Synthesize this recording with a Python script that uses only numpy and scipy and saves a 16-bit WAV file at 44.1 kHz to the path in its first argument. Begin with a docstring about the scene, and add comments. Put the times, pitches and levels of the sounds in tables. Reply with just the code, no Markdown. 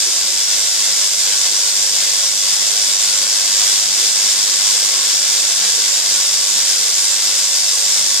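"""A spark-gap high-voltage coil fires without a pause in a workshop: a harsh buzz with a metallic ring.
The gap breaks down at uneven moments, most often at each mains crest. Streamers crack into the air
with every firing and keep changing their path; they flare and falter, and some tear a new branch.
The transformer hums underneath. A close stereo camera saturates on the peaks."""
import sys
import numpy as np
from scipy import signal
from scipy.fft import rfft, irfft, next_fast_len
from scipy.io import wavfile
from scipy.ndimage import uniform_filter1d, map_coordinates

SR = 44100
rng = np.random.default_rng(int(sys.argv[2]) if len(sys.argv) > 2 else 0)


def transcribe(signal):
    """Save signal, clipped to [-1, 1], as a 16-bit WAV file at the path in sys.argv[1]."""
    frames = np.atleast_2d(signal).T
    limited = np.clip(frames, -1, 1)
    pcm = np.round(limited * 32767).astype(np.int16)
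    wavfile.write(sys.argv[1], SR, pcm)


N = 361619
TIME_S = np.arange(N) / SR
CREST_HZ, FIRST_CREST_S = 99.868, .0042  # two crests per mains cycle


def amp(db):
    """Decibels to gain."""
    return 10 ** (np.asarray(db) / 20)


def unit_rms(x):
    """Each channel at rms 1."""
    return x / np.sqrt(np.mean(x ** 2, axis=-1, keepdims=True) + 1e-20)


def at_hz(points, hz):
    """Interpolate (frequency, value) points on a log axis."""
    knots_hz, values = np.transpose(points)
    return np.interp(np.log(hz + 1), np.log(knots_hz + 1), values)


def curves(rows):
    """One value per sample for each column after the time."""
    knots_s, *columns = np.transpose(rows)
    return np.array([np.interp(TIME_S, knots_s, column) for column in columns])


def filtered(x, gain):
    """Minimum-phase filter with magnitude gain(hz)."""
    size = 2 * next_fast_len(N // 2 + SR // 4)
    cepstrum = irfft(np.log(np.maximum(gain(np.fft.rfftfreq(size, 1 / SR)), 1e-6)), size)
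    cepstrum[..., 1:size // 2] *= 2
    cepstrum[..., size // 2 + 1:] = 0
    return irfft(rfft(x, size) * np.exp(rfft(cepstrum)), size)[..., :N]


def below(x, hz):
    """Zero-phase low-pass."""
    return signal.sosfiltfilt(signal.butter(3, hz, fs=SR, output="sos"), x)


def clicks(times_s, sizes):
    """Windowed-sinc pulses placed between samples."""
    centres = times_s[:, None] * SR
    taps = np.floor(centres).astype(int) + np.arange(-7, 9)
    shape = np.sinc(taps - centres) * np.cos(np.pi * (taps - centres) / 16) ** 2
    return np.bincount((taps % N).ravel(), (sizes[:, None] * shape).ravel(), N)


def mains(t):
    """Supply pulse: 1 at a crest, -1 between crests."""
    return np.cos(2 * np.pi * CREST_HZ * (t - FIRST_CREST_S))


def firing_times(rate_hz=470, bunching=.75, scatter=.18):
    """The capacitor charges fastest at mains crests; each breakdown needs a slightly different charge."""
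    charge = np.cumsum(rate_hz * (1 + bunching * mains(TIME_S))) / SR
    needed = np.cumsum(np.abs(1 + scatter * rng.standard_normal(8000)))
    return np.interp(needed[needed < charge[-1]], charge, TIME_S)


def spark_sizes(times_s, scatter_db, crest_db, neighbours=21):
    """Sparks vary at random and with mains phase; neighbours share a steady supply of energy."""
    scatter = np.clip(rng.standard_normal(len(times_s)), -2, 2)
    sizes = amp(scatter_db * scatter + crest_db * mains(times_s))
    return sizes / np.sqrt(uniform_filter1d(sizes ** 2, neighbours))


# Echo likeness: (frequency [Hz], left-right correlation [0-1])
ECHO_COHERENCE = [(100, 0.41), (600, 0.98), (1500, 0.79), (3000, 0.4), (5500, 0.074)]
# Echo decay: (frequency [Hz], T60 [s])
ECHO_T60 = [(200, 0.71), (3000, 0.66), (12000, 0.098)]
# Cabinet, floor and wall slaps: (delay [s], level over tail before slap_db [dB])
SLAPS = [(.0035, 1), (.0075, 10), (.0083, 5), (.0185, 7), (.021, 5), (.029, 4)]


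def workshop(direct_db, slap_db, spread_s=0.00051, size=11025):
    """Stereo response to one spark: direct crack, wall slaps, dying tail."""
    t = np.arange(size) / SR
    hz, frame_s, noise = signal.stft(rng.standard_normal((2, size)), SR, nperseg=128)
    angle = np.arccos(at_hz(ECHO_COHERENCE, hz))[:, None] / 2
    decay = amp(-60 * frame_s / at_hz(ECHO_T60, hz)[:, None])
    tail = noise * decay * np.array([np.cos(angle), np.sin(angle)])
    mid, side = signal.istft(tail, nperseg=128)[1][:, :size]
    slaps = sum(amp(slap_db + db) * np.exp(-((t - delay_s) / spread_s) ** 2) for delay_s, db in SLAPS)
    response = unit_rms(np.array([mid + side, mid - side]) * (1 + slaps)) / np.sqrt(size)
    # rounded crack, right microphone first
    response[:, :4] += amp(direct_db) * np.array([[0, 1, 2, 1], [1, 2, 1, 0]]) / 4
    return response


def levelled(x, path, fine_hz=60, broad_hz=1200, band_hz=(3100, 9600)):
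    """Flatten the echo path's peaks and dips in the band where the gap rings."""
    power = np.abs(rfft(path, SR)) ** 2  # 1 Hz bins
    bins = np.arange(*band_hz)
    gains = np.sqrt(uniform_filter1d(power, broad_hz) / uniform_filter1d(power, fine_hz))[:, bins]
    return filtered(x, lambda hz: np.array([np.interp(hz, bins, g, left=1, right=1) for g in gains]))


def spark_gap(times_s, thump_hz=1000, thump_db=2.0):
    """The gap stays put: its low thump arrives dry, its bright snap always gets the same echoes."""
    bangs = clicks(times_s, spark_sizes(times_s, scatter_db=1.7, crest_db=2.5))
    path = workshop(direct_db=-4.0, slap_db=3)
    running = np.pad(bangs, (path.shape[1] - 1, 0), "wrap")  # room already ringing at 0 s
    echoing = levelled(signal.fftconvolve(running[None], path, "valid", axes=1), path)
    thump = amp(thump_db) * below(bangs - bangs.mean(), thump_hz)
    return unit_rms(echoing - below(echoing, thump_hz) + thump)


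def streamers(times_s, block=4096):
    """Each firing cracks along a wandering channel, so the echoes keep changing."""
    sizes = spark_sizes(times_s, scatter_db=1.6, crest_db=3.2) * rng.choice([-1, 1], len(times_s))
    cracks = np.pad(clicks(times_s, sizes), block, "wrap")
    fade = np.sin(np.pi * np.arange(block) / block)
    air = np.zeros((2, N + SR))
    for start in range(0, N + block, block // 2):
        path = workshop(direct_db=-2, slap_db=1.5)
        heard = signal.fftconvolve((cracks[start:start + block] * fade)[None], path, axes=1)
        air[:, start:start + heard.shape[1]] += heard
    return unit_rms(air[:, block:block + N])


# Gap-streamer split: (frequency [Hz], gap's power share [0-1])
GAP_SHARE = [(110, .0005), (230, .01), (450, .5), (1000, .5), (2200, .52), (4000, .7), (9000, .74),
             (12000, .68)]


def discharge(times_s):
    """Gap and streamers share the power of each firing."""
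    gap = filtered(spark_gap(times_s), lambda hz: np.sqrt(at_hz(GAP_SHARE, hz)))
    air = filtered(streamers(times_s), lambda hz: np.sqrt(1 - at_hz(GAP_SHARE, hz)))
    return gap + air


# Workshop resonances: (frequency [Hz], width [Hz], boost [dB])
ROOM_MODES = [(136, 30, 10.0), (197, 45, 9.7), (264, 15, 6.4), (311, 14, 5.0), (358, 29, 8.7),
              (481, 15, 6.0), (544, 22, 5.5), (577, 21, 6.0), (633, 43, 4.4), (684, 18, 8.8),
              (738, 30, 8.6), (874, 38, 6.7), (1037, 14, 3.6), (1097, 105, 6.8), (1310, 14, 3.8),
              (1450, 26, 6.2), (1563, 56, 1.8), (1970, 14, 4.3), (2107, 88, 7.3), (2238, 38, 7.5),
              (2353, 28, 3.9), (2589, 27, 5.2), (2683, 48, 5.9), (2929, 31, 4.6), (3041, 14, 3.6)]
# Echo cancellations: (frequency [Hz], width [Hz], loss [dB])
ROOM_NULLS = [(175, 14, 5.7), (230, 14, 2.0), (336, 21, 7.0), (393, 18, 4.5), (433, 14, 3.7),
              (657, 17, 7.0), (704, 21, 7.0), (965, 15, 3.1), (1181, 25, 4.9), (1326, 14, 4.1),
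              (1827, 25, 2.3), (2170, 106, 4.9), (2559, 36, 3.0), (2878, 109, 2.2), (3057, 14, 2.8)]
# Resonances around the gap: (frequency [Hz], width [Hz], left boost [dB], right boost [dB])
GAP_RING = [(3333, 35, 6.0, 3.5), (3466, 58, 5.0, 5.0), (3602, 30, 3.0, 3.0), (3660, 40, 4.5, -0.5),
            (3858, 90, 4.0, 4.0), (4345, 30, 2.0, 3.5), (4461, 30, 6.5, 1.5), (4579, 82, 6.5, 2.5),
            (4666, 44, 5.5, -1.0), (4797, 90, 7.5, 2.5), (4892, 30, 3.0, 2.0), (4980, 65, 6.0, 6.5),
            (5105, 90, 5.0, 0.0), (5263, 88, 10.0, 3.5), (5360, 30, 5.0, 1.0), (5409, 54, 8.5, 9.0),
            (5519, 57, 9.0, 9.5), (5680, 63, 5.5, 1.0), (5770, 74, 3.5, 6.0), (5870, 41, 5.5, 2.0),
            (6419, 90, -1.5, 6.0), (6485, 90, 3.0, 0.5), (6646, 46, 5.5, 3.5), (6766, 90, -3.5, 5.5),
            (6845, 90, 6.5, 1.5), (7056, 50, -2.0, 9.0), (7194, 90, 4.5, 4.5), (7340, 61, 1.5, 9.5),
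            (7441, 30, 6.0, 2.0), (7595, 53, 0.5, 10.5), (7810, 57, 6.5, 7.0), (8114, 74, 4.0, 4.0),
            (8447, 30, 0.0, 6.5), (8670, 70, 1.0, 6.0), (8950, 54, 4.5, 8.0), (9198, 30, -2.5, 7.5),
            (9311, 30, -1.0, 3.5), (9503, 47, 4.5, 7.0)]


def resonances(hz):
    """Gain of the room's fixed peaks and nulls and of the metallic ring around the gap."""
    def peak(centre_hz, width_hz):
        return 1 / (1 + (2 * (hz - centre_hz) / width_hz) ** 2)

    modes_db = sum(db * peak(centre, width) for centre, width, db in ROOM_MODES)
    nulls_db = sum(db * peak(centre, width) for centre, width, db in ROOM_NULLS)
    ring_db = sum(np.outer(db, peak(centre, width)) for centre, width, *db in GAP_RING)
    return amp(modes_db - nulls_db + ring_db)


def branch_snaps(times_s, chance=.55, band_hz=(1700, 4200)):
    """Some firings tear a new branch: a bare, rounded shock straight to the camera."""
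    sizes = spark_sizes(times_s, scatter_db=1.0, crest_db=-5.0) * (rng.random(len(times_s)) < chance)
    band = signal.butter(2, band_hz, "band", fs=SR, output="sos")
    shocks = signal.sosfilt(band, clicks(times_s, sizes))
    return unit_rms(np.array([np.roll(shocks, 1), shocks]))


# Mains hum: (multiple of crest rate, rms level [dB])
HUM_PARTIALS = [(2, -59.5), (11, -71)]


def transformer_hum():
    """The loaded transformer hums on multiples of the crest rate."""
    phase = 2 * np.pi * CREST_HZ * TIME_S
    return np.sqrt(2) * sum(amp(db) * np.sin(k * phase) for k, db in HUM_PARTIALS)


def swell(peak_s, length_s, rise_share):
    """Rounded hump of height 1, length_s wide at half height."""
    edges_s = [-2 * rise_share * length_s, 0, 2 * (1 - rise_share) * length_s]
    return np.cos(np.pi / 2 * np.interp(TIME_S - peak_s, edges_s, [-1, 0, 1])) ** 2


# Discharge dips: (time [s], length [s], sizzle loss [dB], crackle loss [dB])
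FALTERS = [(0.24, 0.045, 1.2, 0.0), (0.33, 0.17, 1.2, 0.5), (0.47, 0.03, 1.5, 1.4), (0.71, 0.07, 1.3, 1.2),
           (1.1, 0.03, 1.1, 2.3), (1.16, 0.045, 1.8, 3.4), (1.51, 0.03, 1.7, 2.0), (1.73, 0.045, 1.0, 1.8),
           (1.92, 0.03, 2.0, 3.2), (2.36, 0.13, 0.8, 2.1), (2.59, 0.03, 1.9, 2.0), (2.98, 0.03, 2.0, 1.9),
           (3.27, 0.07, 1.3, 0.9), (3.89, 0.11, 1.0, 1.7), (4.13, 0.045, 0.9, 3.1), (4.99, 0.07, 1.2, 0.0),
           (5.2, 0.07, 0.4, 1.8), (5.42, 0.03, 0.6, 2.1), (5.56, 0.045, 1.0, 1.6), (5.77, 0.045, 0.3, 1.8),
           (6.03, 0.07, 1.3, 1.3), (6.42, 0.11, 0.9, 0.6), (6.65, 0.03, 1.6, 1.3), (7.19, 0.07, 1.6, 0.0),
           (7.32, 0.045, 1.5, 0.0), (7.5, 0.045, 1.5, 1.8), (7.64, 0.045, 1.4, 0.3),
           (7.83, 0.045, 1.0, 1.1)]


def falters_db():
    """The discharge falters briefly: sizzle and crackle loss."""
    return sum(np.outer(db, swell(at_s, length_s, rise_share=.5)) for at_s, length_s, *db in FALTERS)


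# Streamer flares: (peak time [s], length [s], sizzle gain [dB], crackle gain [dB])
FLARES = [(0.54, 0.03, 0.3, 2.5), (0.87, 0.06, 0.9, 0.0), (1.03, 0.07, 1.1, 1.4), (1.22, 0.045, 1.8, 0.0),
          (1.33, 0.08, 0.2, 2.1), (1.46, 0.06, 1.4, 2.3), (1.69, 0.05, 0.8, 0.0), (1.83, 0.07, 1.0, 0.6),
          (1.96, 0.03, 1.3, 0.0), (2.04, 0.1, 0.3, 1.5), (2.53, 0.04, 1.3, 1.0), (2.87, 0.05, 0.8, 0.6),
          (3.07, 0.08, 0.4, 1.4), (3.63, 0.07, 0.4, 1.7), (3.71, 0.11, 2.2, 2.0), (4.04, 0.08, 1.3, 1.9),
          (4.19, 0.07, 0.6, 0.0), (4.31, 0.07, 1.2, 1.8), (4.74, 0.13, 1.5, 0.8), (5.11, 0.05, 0.7, 0.9),
          (5.66, 0.06, 0.5, 1.2), (6.17, 0.035, 1.2, 0.5), (6.6, 0.04, 0.5, 1.3), (6.72, 0.1, 0.7, 1.3),
          (6.99, 0.03, 0.7, 0.8), (7.28, 0.06, 0.7, 1.9), (7.4, 0.035, 1.2, 1.5), (7.57, 0.035, 1.1, 0.3),
          (7.98, 0.11, 1.1, 1.8)]


def flares_db():
    """A streamer grows long and bright, then breaks off: sizzle and crackle gain."""
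    return sum(np.outer(db, swell(at_s, length_s, rise_share=.67)) for at_s, length_s, *db in FLARES)


# Slow power drift: (time [s], sizzle gain [dB], crackle gain [dB])
POWER_DRIFT = [(0, -24.5, -24.5), (2.4, -24.5, -23.5), (3.5, -24, -23), (5.2, -24, -22.5),
               (8.2, -24, -24.5)]
# Treble pulsing with the mains: (time [s], gain at crest and loss between crests [dB])
BUZZ_DEPTH = [(0, 0), (2.3, .2), (2.6, .55), (3.7, .6), (4.0, .1), (4.3, .6), (4.8, .6), (5.05, -.3),
              (5.4, .35), (6.25, .1), (6.85, .7), (8.2, .25)]


def power_swings(sparks, drone_hz=950, crackle_hz=4300, drone_swing=.67, flutter_db=.1, flutter_hz=20):
    """Bright sizzle and duller crackle swing with the arcs over a steadier low drone."""
    flutter = map_coordinates(rng.standard_normal(1000), [TIME_S * flutter_hz], mode="wrap")
    sizzle_db, crackle_db = curves(POWER_DRIFT) + flares_db() - falters_db() + flutter_db * flutter
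    sizzle_db += curves(BUZZ_DEPTH)[0] * mains(TIME_S)
    drone_db = crackle_db.mean() + drone_swing * (crackle_db - crackle_db.mean())
    drone, dull = below(sparks, drone_hz), below(sparks, crackle_hz)
    crackle, sizzle = dull - drone, sparks - dull
    return amp(drone_db) * drone + amp(crackle_db) * crackle + amp(sizzle_db) * sizzle


# Spark colour at the microphones: (frequency [Hz], left gain [dB], right gain [dB])
SPARK_COLOUR = [(25, -35, -41), (70, -37, -45), (102, -35.5, -41.5), (254, -26.5, -29.5),
                (456, -14.5, -18.5), (782, -19, -23.5), (1800, -11, -15), (2460, -12, -16),
                (3910, -2.5, -9), (5770, -0.5, -5), (5770, 0.5, 2.5), (6600, -4, 0.5), (7720, -3.5, 2.25),
                (9860, -11.5, -3.5), (10900, -12.5, -6), (13800, -20.5, -7.5), (15300, -19, -33)]


def spark_colour(hz):
    """Broad gain over frequency at each microphone."""
    return amp([at_hz(np.array(SPARK_COLOUR)[:, [0, side]], hz) for side in (1, 2)])


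def scene(discharge_gain_db=12, snap_gain_db=-1.5):
    """One firing train drives gap, streamers and snaps over the transformer hum."""
    times_s = firing_times()
    ringing = amp(discharge_gain_db) * filtered(discharge(times_s), resonances)
    snaps = amp(snap_gain_db) * branch_snaps(times_s)
    sparks = power_swings(ringing + snaps)
    return filtered(sparks, spark_colour) + transformer_hum()


def record(dry, ceiling=.7, knee=4, bass_cut_hz=46, top_hz=15700):
    """The camera rounds off peaks, cuts deep bass and keeps nothing above its band limit."""
    saturated = dry / (1 + np.abs(dry / ceiling) ** knee) ** (1 / knee)
    thinned = signal.sosfilt(signal.butter(2, bass_cut_hz, "high", fs=SR, output="sos"), saturated)
    size = next_fast_len(N + SR // 2)
    passband = np.fft.rfftfreq(size, 1 / SR) < top_hz
    return irfft(rfft(thinned, size) * passband, size)[:, :N]


dry = scene()
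out = record(dry)
transcribe(out)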